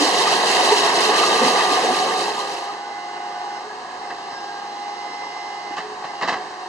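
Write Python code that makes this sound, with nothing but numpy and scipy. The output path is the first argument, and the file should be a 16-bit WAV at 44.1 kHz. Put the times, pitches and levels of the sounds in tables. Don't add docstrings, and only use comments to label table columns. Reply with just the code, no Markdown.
import sys
import numpy as np
from scipy import signal
from scipy.fft import rfft, irfft, next_fast_len
from scipy.io import wavfile

SR = 44100
rng = np.random.default_rng(int(sys.argv[2]) if len(sys.argv) > 2 else 0)


def put_to_file(sound):
    columns = np.atleast_2d(sound).T
    safe = np.clip(columns, -1, 1)
    whole_steps = np.round(safe * 32767)
    wavfile.write(sys.argv[1], SR, whole_steps.astype(np.int16))


N = 294588
T = np.arange(N) / SR
FFT_SIZE = next_fast_len(N + 8192)
HZ = np.fft.rfftfreq(FFT_SIZE, 1 / SR)

# time in seconds, then heave, grind and crunch levels in dB.
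PLOUGH_LEVELS = [(0, -28.5, -23, -21.5), (.7, -28.5, -20, -22.5), (1.35, -29, -20.5, -22.5),
                 (1.75, -28, -22.5, -24.5), (2.2, -32.5, -27.4, -29.5), (2.55, -41, -35.5, -35.5),
                 (2.9, -54, -33, -43)]
# frequency in Hz, density in dB.
STONE_SPECTRUM = [(40, -52), (95, -42), (165, -11.5), (260, -10), (430, 0), (600, -2.5), (800, 2.5),
                  (1200, 2), (1900, -7.5), (2900, -8), (4100, -5), (6000, -12.5), (10000, -23.5),
                  (12500, -34.5)]
# frequency in Hz, width in Hz, level in dB.
PLATE_MODES = [(200, 8, -47), (252, 12, -45), (296, 10, -39), (462, 10, -34), (662, 7, -37), (904, 8, -36),
               (1815, 18, -37), (1910, 20, -35.5), (1990, 18, -37.5), (2654, 5, -42), (3850, 50, -37)]
# start in seconds, level in dB, pitch in Hz, swell in seconds.
THUMPS = [(0, -22.5, 294, 0.022), (0.268, -16.5, 1240, 0.008), (.278, -27, 2700, 0.011),
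          (.28, -24.5, 4830, 0.0075), (0.698, -18, 890, 0.019), (0.713, -17, 450, 0.012),
          (1.06, -19.5, 423, .022), (1.18, -21, 2780, 0.0063), (1.235, -12, 1210, 0.0049),
          (1.326, -20.5, 433, 0.013), (1.395, -21.5, 248, 0.028), (1.413, -19.5, 480, 0.012),
          (1.43, -36, 182, 0.018), (1.611, -22.5, 1870, 0.0067), (1.71, -30, 307, 0.0064),
          (1.833, -25, 480, 0.013), (1.898, -26.5, 278, 0.011), (2.2, -25, 410, 0.0079),
          (2.28, -20, 830, 0.0069), (2.37, -24.5, 1000, 0.021), (5.269, -24, 840, 0.0022),
          (5.709, -33, 330, 0.0027)]
# start and length in seconds, pitch in Hz, level in dB.
WAVERING_TONES = [(0.04, 0.7, 753, -33.5), (0.563, 0.11, 735, -24.5), (1.107, 0.68, 1195, -25.5),
                  (1.283, 0.907, 743, -28.5), (1.724, 0.52, 750.7, -29), (1.776, 0.48, 1198, -32.5),
                  (2.304, 0.22, 1218, -33.5)]
# start and length in seconds, pitch and width in Hz, level in dB.
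ROUGH_TONES = [(1.297, 0.42, 1200, 8.7, -45), (2.427, 0.29, 714, 8.2, -36.5), (2.66, 0.091, 1240, 71, -34),
               (2.723, 0.98, 1488, 20, -43.5), (3.657, 0.32, 1682, 10, -44.5),
               (4.303, 0.35, 1622, 11, -41.5)]
CYLINDERS_DB = [7.9, 2.7, 5.6, 1.7, 4.3, 3.6]
# frequency in Hz, density in dB.
ENGINE_SPECTRUM = [(25, -32), (55, -25.5), (95, -29), (160, -23.5), (280, -12), (400, -8), (600, -8.5),
                   (680, -4.5), (745, 2), (1200, -2), (1800, -8.5), (3000, -16), (4300, -14.5),
                   (9000, -32.5), (11500, -64)]
# multiple of the crank rate, level in dB.
EXHAUST_ORDERS = [(3, -70), (4.5, -62), (6, -59), (7, -64), (8, -61), (9, -56), (12, -57), (15, -55)]
# multiple of that pump's tooth rate, level in dB.
NEAR_MAIN_ORDERS = [(1, -33), (2, -36), (4, -39), (10, -46)]
NEAR_SECOND_ORDERS = [(1, -35), (2, -32), (3, -32.5)]
FAR_HUM_ORDERS = [(1, 0), (4, -8), (11, -19), (13, -23)]
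FAR_STRAIN_ORDERS = [(3, -22), (6, -25.5), (7, -19.5), (8, -24), (9, -25.5), (10, -20), (11, -24),
                     (12, -24), (14, -30), (15, -28), (16, -35), (17, -36)]
FAR_SECOND_ORDERS = [(1, -50.5), (2, -41), (3, -50), (5, -55)]
# opening and closing in seconds, whine level in dB.
STROKES = [(2.15, 3.597, -35), (3.97, 5.749, -33.5), (6.006, 6.267, -29.5)]
# time in seconds, then whine, feed pipe and whistle in dB.
SWELLS = [(2.5, 2, -17.5, -27), (2.93, 1, -5.5, -22), (3.25, 1, -9.5, -21), (3.42, 3, -14.5, -18),
          (3.58, 2, -11, -15), (4.05, -0.5, -10, -18), (4.25, -9, -8, -25), (4.37, -0.5, -9, -12),
          (4.6, -3.5, -17, -26), (4.85, 1.5, -11.5, -19), (5.15, -3, -8, -14), (5.45, -3.5, -8.5, -15),
          (5.72, 1, -8, -21), (6.2, -8.5, -12, -25)]
# time in seconds, gain in dB.
SECOND_SWELLS = [(2.6, 2), (2.9, -2), (3.38, 3), (3.6, 1), (4.0, 0), (4.45, -2), (5.3, -0.5), (5.9, 0),
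                 (6.68, 2)]
# start in seconds, level in dB, swell in seconds,
# tilt in dB per octave, frame ring in dB.
CLANKS = [(4.099, -31, 0.0097, -4, 8.5), (4.32, -38, 0.011, -4.5, 2), (5.733, -36, 0.0067, -1, 8),
          (5.765, -27.5, .016, 1, -10), (6.036, -30, 0.01, -0.5, 2), (6.214, -22.5, 0.019, -1.3, -11),
          (6.274, -23, 0.017, 1.1, -15), (6.322, -24.5, 0.0075, -1.5, 0), (6.353, -34, 0.0074, -3, 6)]
# start in seconds, level in dB, tilt in dB per octave.
CONTACTS = [(4.104, -29, -1), (5.767, -33, 5), (5.783, -21.5, 0), (5.805, -30, 2), (6.053, -27.5, 0),
            (6.213, -22, 1), (6.224, -16, -.5), (6.232, -20, -2), (6.277, -20, 1.5), (6.286, -16.5, .5),
            (6.292, -19, 0), (6.341, -19.5, 0)]
# frequency in Hz, density in dB.
CLANK_SPECTRUM = [(50, -42), (100, -29), (160, -10), (400, -4.5), (800, 0.5), (1200, 2.5), (1900, -3),
                  (3000, -9.5), (4500, -12.5), (6300, -22.5), (8300, -31), (10500, -75)]
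# frequency in Hz, width in Hz, level in dB.
FRAME_MODES = [(772, 46, -12.5), (1090, 85, -13.5), (1626, 9.6, -19.5), (1747, 43, -15.5),
               (1960, 120, -12.5), (2665, 60, -23), (3100, 28, -25.5), (4034, 36, -21.5), (4830, 57, -27)]
# frequency in Hz, likeness from 0 to 1.
PORT_LIKENESS = [(40, .4), (100, 0.56), (200, 0.9), (420, 0.8), (800, 0.89), (1200, 0.34), (1900, 0.073),
                 (3000, 0.48), (5500, 0.28), (5900, 0.68), (7500, 0.79), (12000, 0.34)]
JOINT_LIKENESS = [(100, .98), (650, .98), (1200, .9), (3000, .86), (5000, .6), (9000, .5)]
# frequency in Hz, left lead in radians.
PORT_LEAD = [(100, 0), (600, .2), (1200, 1), (1600, 1), (2000, -.2), (2900, -1.4), (4100, -1.7),
             (5500, -2.2), (5800, 0), (12000, 0)]
JOINT_LEAD = [(100, 0), (700, 0), (1200, -.3), (2500, -.55), (4300, -1), (5500, -.7), (5800, 0)]
# frequency in Hz, left minus right in dB.
PORT_BALANCE = [(60, 1.5), (110, -2), (200, -1), (360, -2), (650, -1.0), (1190, -1), (2160, -1), (3920, -3),
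                (7120, -1), (12900, -4)]
# centre in Hz, width in Hz, gain in dB.
HOUSING_DIPS = [(597, 14.3, -8), (1390, 87.6, -10.5), (2330, 154, -6.5), (2383, 39, -16.5),
                (3468, 132, -9.5)]

FADE_START_S, FADE_LENGTH_S = 2.04, 0.81
NEAR_TOOTH_HZ, GOVERNED_TOOTH_HZ = 411.8, 410.1
SECOND_RATIO, CRANK_RATIO = .8794, .08905
BUILD_S, STRAIN_S, DUMP_S = 0.0577, 0.29, 0.036
BAND_LIMIT_HZ = 12750


def gain_of(db):
    return 10 ** (np.asarray(db) / 20)


def unit_rms(x):
    return x / np.sqrt(np.mean(x ** 2) + 1e-20)


def spectrum(rows):
    hz, value = np.transpose(rows)
    return np.interp(np.log(HZ + 1), np.log(hz + 1), value)


def curves(rows):
    times_s, *columns = np.transpose(rows)
    return [np.interp(T, times_s, column) for column in columns]


def colour(x, gain):
    return irfft(rfft(x, FFT_SIZE) * gain, FFT_SIZE)[..., :N]


def wander(rate_hz):
    drift = colour(rng.standard_normal(FFT_SIZE), np.exp(-(HZ / rate_hz) ** 2))
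    return unit_rms(drift - drift.mean())


def ringing(hz, width_hz):
    peak = 1 / (1 + ((HZ - hz) / (2 * width_hz)) ** 2) ** 3
    return unit_rms(colour(rng.standard_normal(FFT_SIZE), peak))


def tones(cycles, orders, flutter, fade_db=0):
    out = 0
    for order, db in orders:
        shimmer = 1 + flutter * (wander(21) + 1j * wander(28))
        level = gain_of(db + fade_db * wander(0.78))
        out += level * (shimmer * np.exp(2j * np.pi * (order * cycles + rng.random()))).real
    return np.sqrt(2) * out


def since(start_s):
    return np.maximum(T - start_s, 0)


def gate(start_s, end_s, attack_s, release_s):
    return np.minimum(since(start_s) / attack_s, 1) * np.exp(-since(end_s) / release_s)


def blow(start_s, swell_s):
    age = since(start_s) / swell_s
    return age * np.exp(1 - age)


def trapezoid(start_s, length_s, edge_s=0.04):
    return np.clip(np.minimum(T - start_s, start_s + length_s - T) / edge_s, 0, 1)


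def nearness():
    return np.clip(1 - since(FADE_START_S) / FADE_LENGTH_S, 0, 1)


def ports(x, likeness=PORT_LIKENESS, lead=PORT_LEAD):
    same = np.clip(spectrum(likeness), 0, .99) if x.ndim == 2 else 1
    left, other = rfft(x * np.ones((2, 1)), FFT_SIZE)
    right = (same * left + np.sqrt(1 - same ** 2) * other) * np.exp(-1j * spectrum(lead))
    balance = gain_of(spectrum(PORT_BALANCE) / 2)
    return irfft(np.array([left * balance, right / balance]), FFT_SIZE)[:, :N]


def plough(knocks_per_s=3500, spread_db=2, wash_gain=1.08, chink_db=-2, slides_db=(1.4, 1.06, 1.27)):
    sizes = gain_of(spread_db * np.minimum(rng.exponential(1, (2, N)), 5)) * rng.choice([-1, 1], (2, N))
    stones = unit_rms(sizes * (rng.random((2, N)) < knocks_per_s / SR))
    stones += wash_gain * rng.standard_normal((2, N))
    stones += gain_of(chink_db) * unit_rms(np.array([chinks(), chinks()]))
    heave = 1 / (1 + (HZ / 600) ** 8)
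    crunch = 1 - 1 / (1 + (HZ / 2400) ** 8)
    grind = np.maximum(1 - heave - crunch, 0)
    heap = 0
    for share, level_db, slide_db in zip([heave, grind, crunch], curves(PLOUGH_LEVELS), slides_db):
        band = colour(stones, np.sqrt(share) * gain_of(spectrum(STONE_SPECTRUM)))
        band /= band[:, T < FADE_START_S].std()
        heap += band * gain_of(level_db + slide_db * wander(17.3))
    return ports(heap * np.clip(3 * nearness(), 0, 1))


def chinks(count=9000, decay_s=.003, spread_db=2.2, lowest_hz=1800):
    when, pitch, size, phase = rng.random((count, 4)).T[:, :, None]
    n = np.arange(round(4 * decay_s * SR))
    level = gain_of(spread_db * np.minimum(-np.log(1 - size), 4.5))
    hz = lowest_hz + pitch * (BAND_LIMIT_HZ - lowest_hz)
    rings = level * np.exp(-n / SR / decay_s) * np.sin(2 * np.pi * (hz * n / SR + phase))
    samples = (when * (FADE_START_S + FADE_LENGTH_S) * SR).astype(int) + n
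    return np.bincount(samples.ravel(), rings.ravel(), N)[:N]


def plate(boost_db=17):
    modes = sum(gain_of(db) * ringing(hz, width_hz) for hz, width_hz, db in PLATE_MODES)
    grind_db = curves(PLOUGH_LEVELS)[1]
    return gain_of(boost_db + grind_db) * np.sqrt(nearness()) * modes


def thumps(width_ratio=0.092):
    return sum(gain_of(db) * blow(start_s, swell_s) * ringing(hz, hz * width_ratio)
               for start_s, db, hz, swell_s in THUMPS)


def diesel(crank_turns, load, knock_share=0.18, noise_db=-34.5, load_db=-0.3, exhaust_db=-5, fan_hz=1800):
    firings = 3 * crank_turns
    strength = gain_of(CYLINDERS_DB)[firings.astype(int) % len(CYLINDERS_DB)]
    pulses = unit_rms(strength * np.exp(-(firings % 1) / 0.11))
    knock = unit_rms(1 - knock_share + knock_share * pulses) * gain_of(0.87 * wander(24))
    block_share = 1 / (1 + (HZ / fan_hz) ** 2)
    shape = gain_of(spectrum(ENGINE_SPECTRUM))
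    clatter = colour(knock * rng.standard_normal((2, N)), shape * np.sqrt(block_share))
    fan = colour(rng.standard_normal((2, N)), shape * np.sqrt(1 - block_share))
    noise = gain_of(noise_db + load_db * load) * unit_rms(clatter + fan)
    exhaust = gain_of(exhaust_db) * tones(crank_turns, EXHAUST_ORDERS, flutter=0.22)
    return ports(noise) + ports(exhaust)


def near_pumps(main_db=-1, second_db=-1.5):
    teeth = NEAR_TOOTH_HZ * T
    main = gain_of(main_db) * tones(teeth, NEAR_MAIN_ORDERS, flutter=0.14)
    second = gain_of(second_db) * tones(teeth * SECOND_RATIO, NEAR_SECOND_ORDERS, flutter=0.21)
    return ports(nearness() * main + nearness() ** 2 * second)


def wavering_tones(waver=0.0024):
    out = 0
    for start_s, length_s, hz, db in WAVERING_TONES:
        cycles = np.cumsum(hz * (1 + waver * wander(27))) / SR
        out += gain_of(db) * trapezoid(start_s, length_s) * tones(cycles, [(1, 0)], flutter=.15)
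    return out


def rough_tones():
    return sum(gain_of(db) * trapezoid(start_s, length_s) * ringing(hz, width_hz)
               for start_s, length_s, hz, width_hz, db in ROUGH_TONES)


def far_pumps(teeth, tooth_hz, hum_db=-50, strain_db=1, return_db=-38.5, return_s=.11, feed_pan_db=-10.5):
    pressure, strain, backflow = 0, 0, 0
    for open_s, close_s, db in STROKES:
        pressure += gain_of(db) * gate(open_s, close_s, BUILD_S, DUMP_S)
        strain += gain_of(db) * gate(open_s, close_s, STRAIN_S, DUMP_S)
        backflow += blow(close_s, return_s) ** 2
    whine_db, feed_db, whistle_db = curves(SWELLS)
    hum = gain_of(hum_db) * tones(teeth, FAR_HUM_ORDERS, flutter=.15)
    whine = gain_of(whine_db) * tones(teeth, [(2, 0)], flutter=.09)
    whistle = gain_of(whistle_db) * tones(teeth, [(13, 0)], flutter=.11)
    overtones = gain_of(strain_db) * tones(teeth, FAR_STRAIN_ORDERS, flutter=.22, fade_db=1.5)
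    sag_hz = np.maximum(GOVERNED_TOOTH_HZ - tooth_hz, 0)
    feed = gain_of(feed_db + 0.1 * sag_hz) * pipe(teeth, tooth_hz, order=5, hz=2052, width_hz=14)
    return_pipe = gain_of(return_db) * pipe(teeth, tooth_hz, order=1, hz=423, width_hz=10)
    main = hum + pressure * (whine + whistle) + strain * overtones + backflow * return_pipe
    second = tones(teeth * SECOND_RATIO, FAR_SECOND_ORDERS, flutter=.14, fade_db=.8)
    second *= gain_of(curves(SECOND_SWELLS)[0])
    feed_pan = gain_of([[feed_pan_db / 2], [-feed_pan_db / 2]])
    return np.sqrt(1 - nearness()) * (ports(main + second) + feed_pan * ports(pressure * feed))


def pipe(teeth, tooth_hz, order, hz, width_hz):
    detuning = 2 * (order * tooth_hz - hz) / width_hz
    return tones(teeth, [(order, 0)], flutter=.15) / np.hypot(1, detuning)


def governor(load_step_hz=-17.2, release_step_hz=21, inertia_s=.05, recovery_s=.32):
    tooth_hz = GOVERNED_TOOTH_HZ
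    for open_s, close_s, _ in STROKES:
        for start_s, step_hz in [(open_s + BUILD_S, load_step_hz), (close_s, release_step_hz)]:
            age_s = since(start_s)
            tooth_hz += step_hz * (np.exp(-age_s / recovery_s) - np.exp(-age_s / inertia_s))
    return tooth_hz


def clanks(crack_s=.004, ring_s=.012, contact_ring_db=-7, tail_db=-21, tail_swell_s=0.08):
    frame = sum(gain_of(db) * ringing(hz, width_hz) for hz, width_hz, db in FRAME_MODES)
    rattle, snap = rng.standard_normal((2, 2, N))
    octaves = np.log2((HZ + 100) / 1000)
    body_db = spectrum(CLANK_SPECTRUM)
    steel, ring = 0, 0
    for start_s, db, db_per_octave in CONTACTS:
        crack = snap * (T >= start_s) * np.exp(-since(start_s) / crack_s)
        steel += gain_of(db) * colour(crack, unit_rms(gain_of(body_db + db_per_octave * octaves)))
        ring += gain_of(db + contact_ring_db) * gate(start_s, start_s, crack_s, ring_s) * unit_rms(frame)
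    for start_s, db, swell_s, db_per_octave, ring_db in CLANKS:
        level = gain_of(db) * (blow(start_s, swell_s) + gain_of(tail_db) * blow(start_s, tail_swell_s))
        level /= np.hypot(1, gain_of(ring_db) * frame.std())
        steel += level * unit_rms(colour(rattle, gain_of(body_db + db_per_octave * octaves)))
        ring += level * gain_of(ring_db) * frame
    return ports(steel, JOINT_LIKENESS, JOINT_LEAD) + ports(ring, lead=JOINT_LEAD)


def scene(engine_db=2, near_boost_db=4):
    tooth_hz = governor()
    teeth = np.cumsum(tooth_hz) / SR
    load = sum(gate(open_s, close_s, STRAIN_S, DUMP_S) for open_s, close_s, _ in STROKES)
    engine = gain_of(engine_db + near_boost_db * nearness()) * diesel(teeth * CRANK_RATIO, load)
    pumps = far_pumps(teeth, tooth_hz) + near_pumps()
    stones = plough()
    tones_and_thumps = ports(plate() + wavering_tones() + rough_tones() + thumps())
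    return engine + pumps + stones + tones_and_thumps + clanks()


def record(dry):
    dips_db = sum(db * np.exp(-.5 * ((HZ - hz) / width_hz) ** 2) for hz, width_hz, db in HOUSING_DIPS)
    lowpass = signal.firwin(511, BAND_LIMIT_HZ, window=("kaiser", 9), fs=SR)
    return signal.oaconvolve(colour(dry, gain_of(dips_db)), lowpass[None], "same")


dry = scene()
out = record(dry)
put_to_file(out)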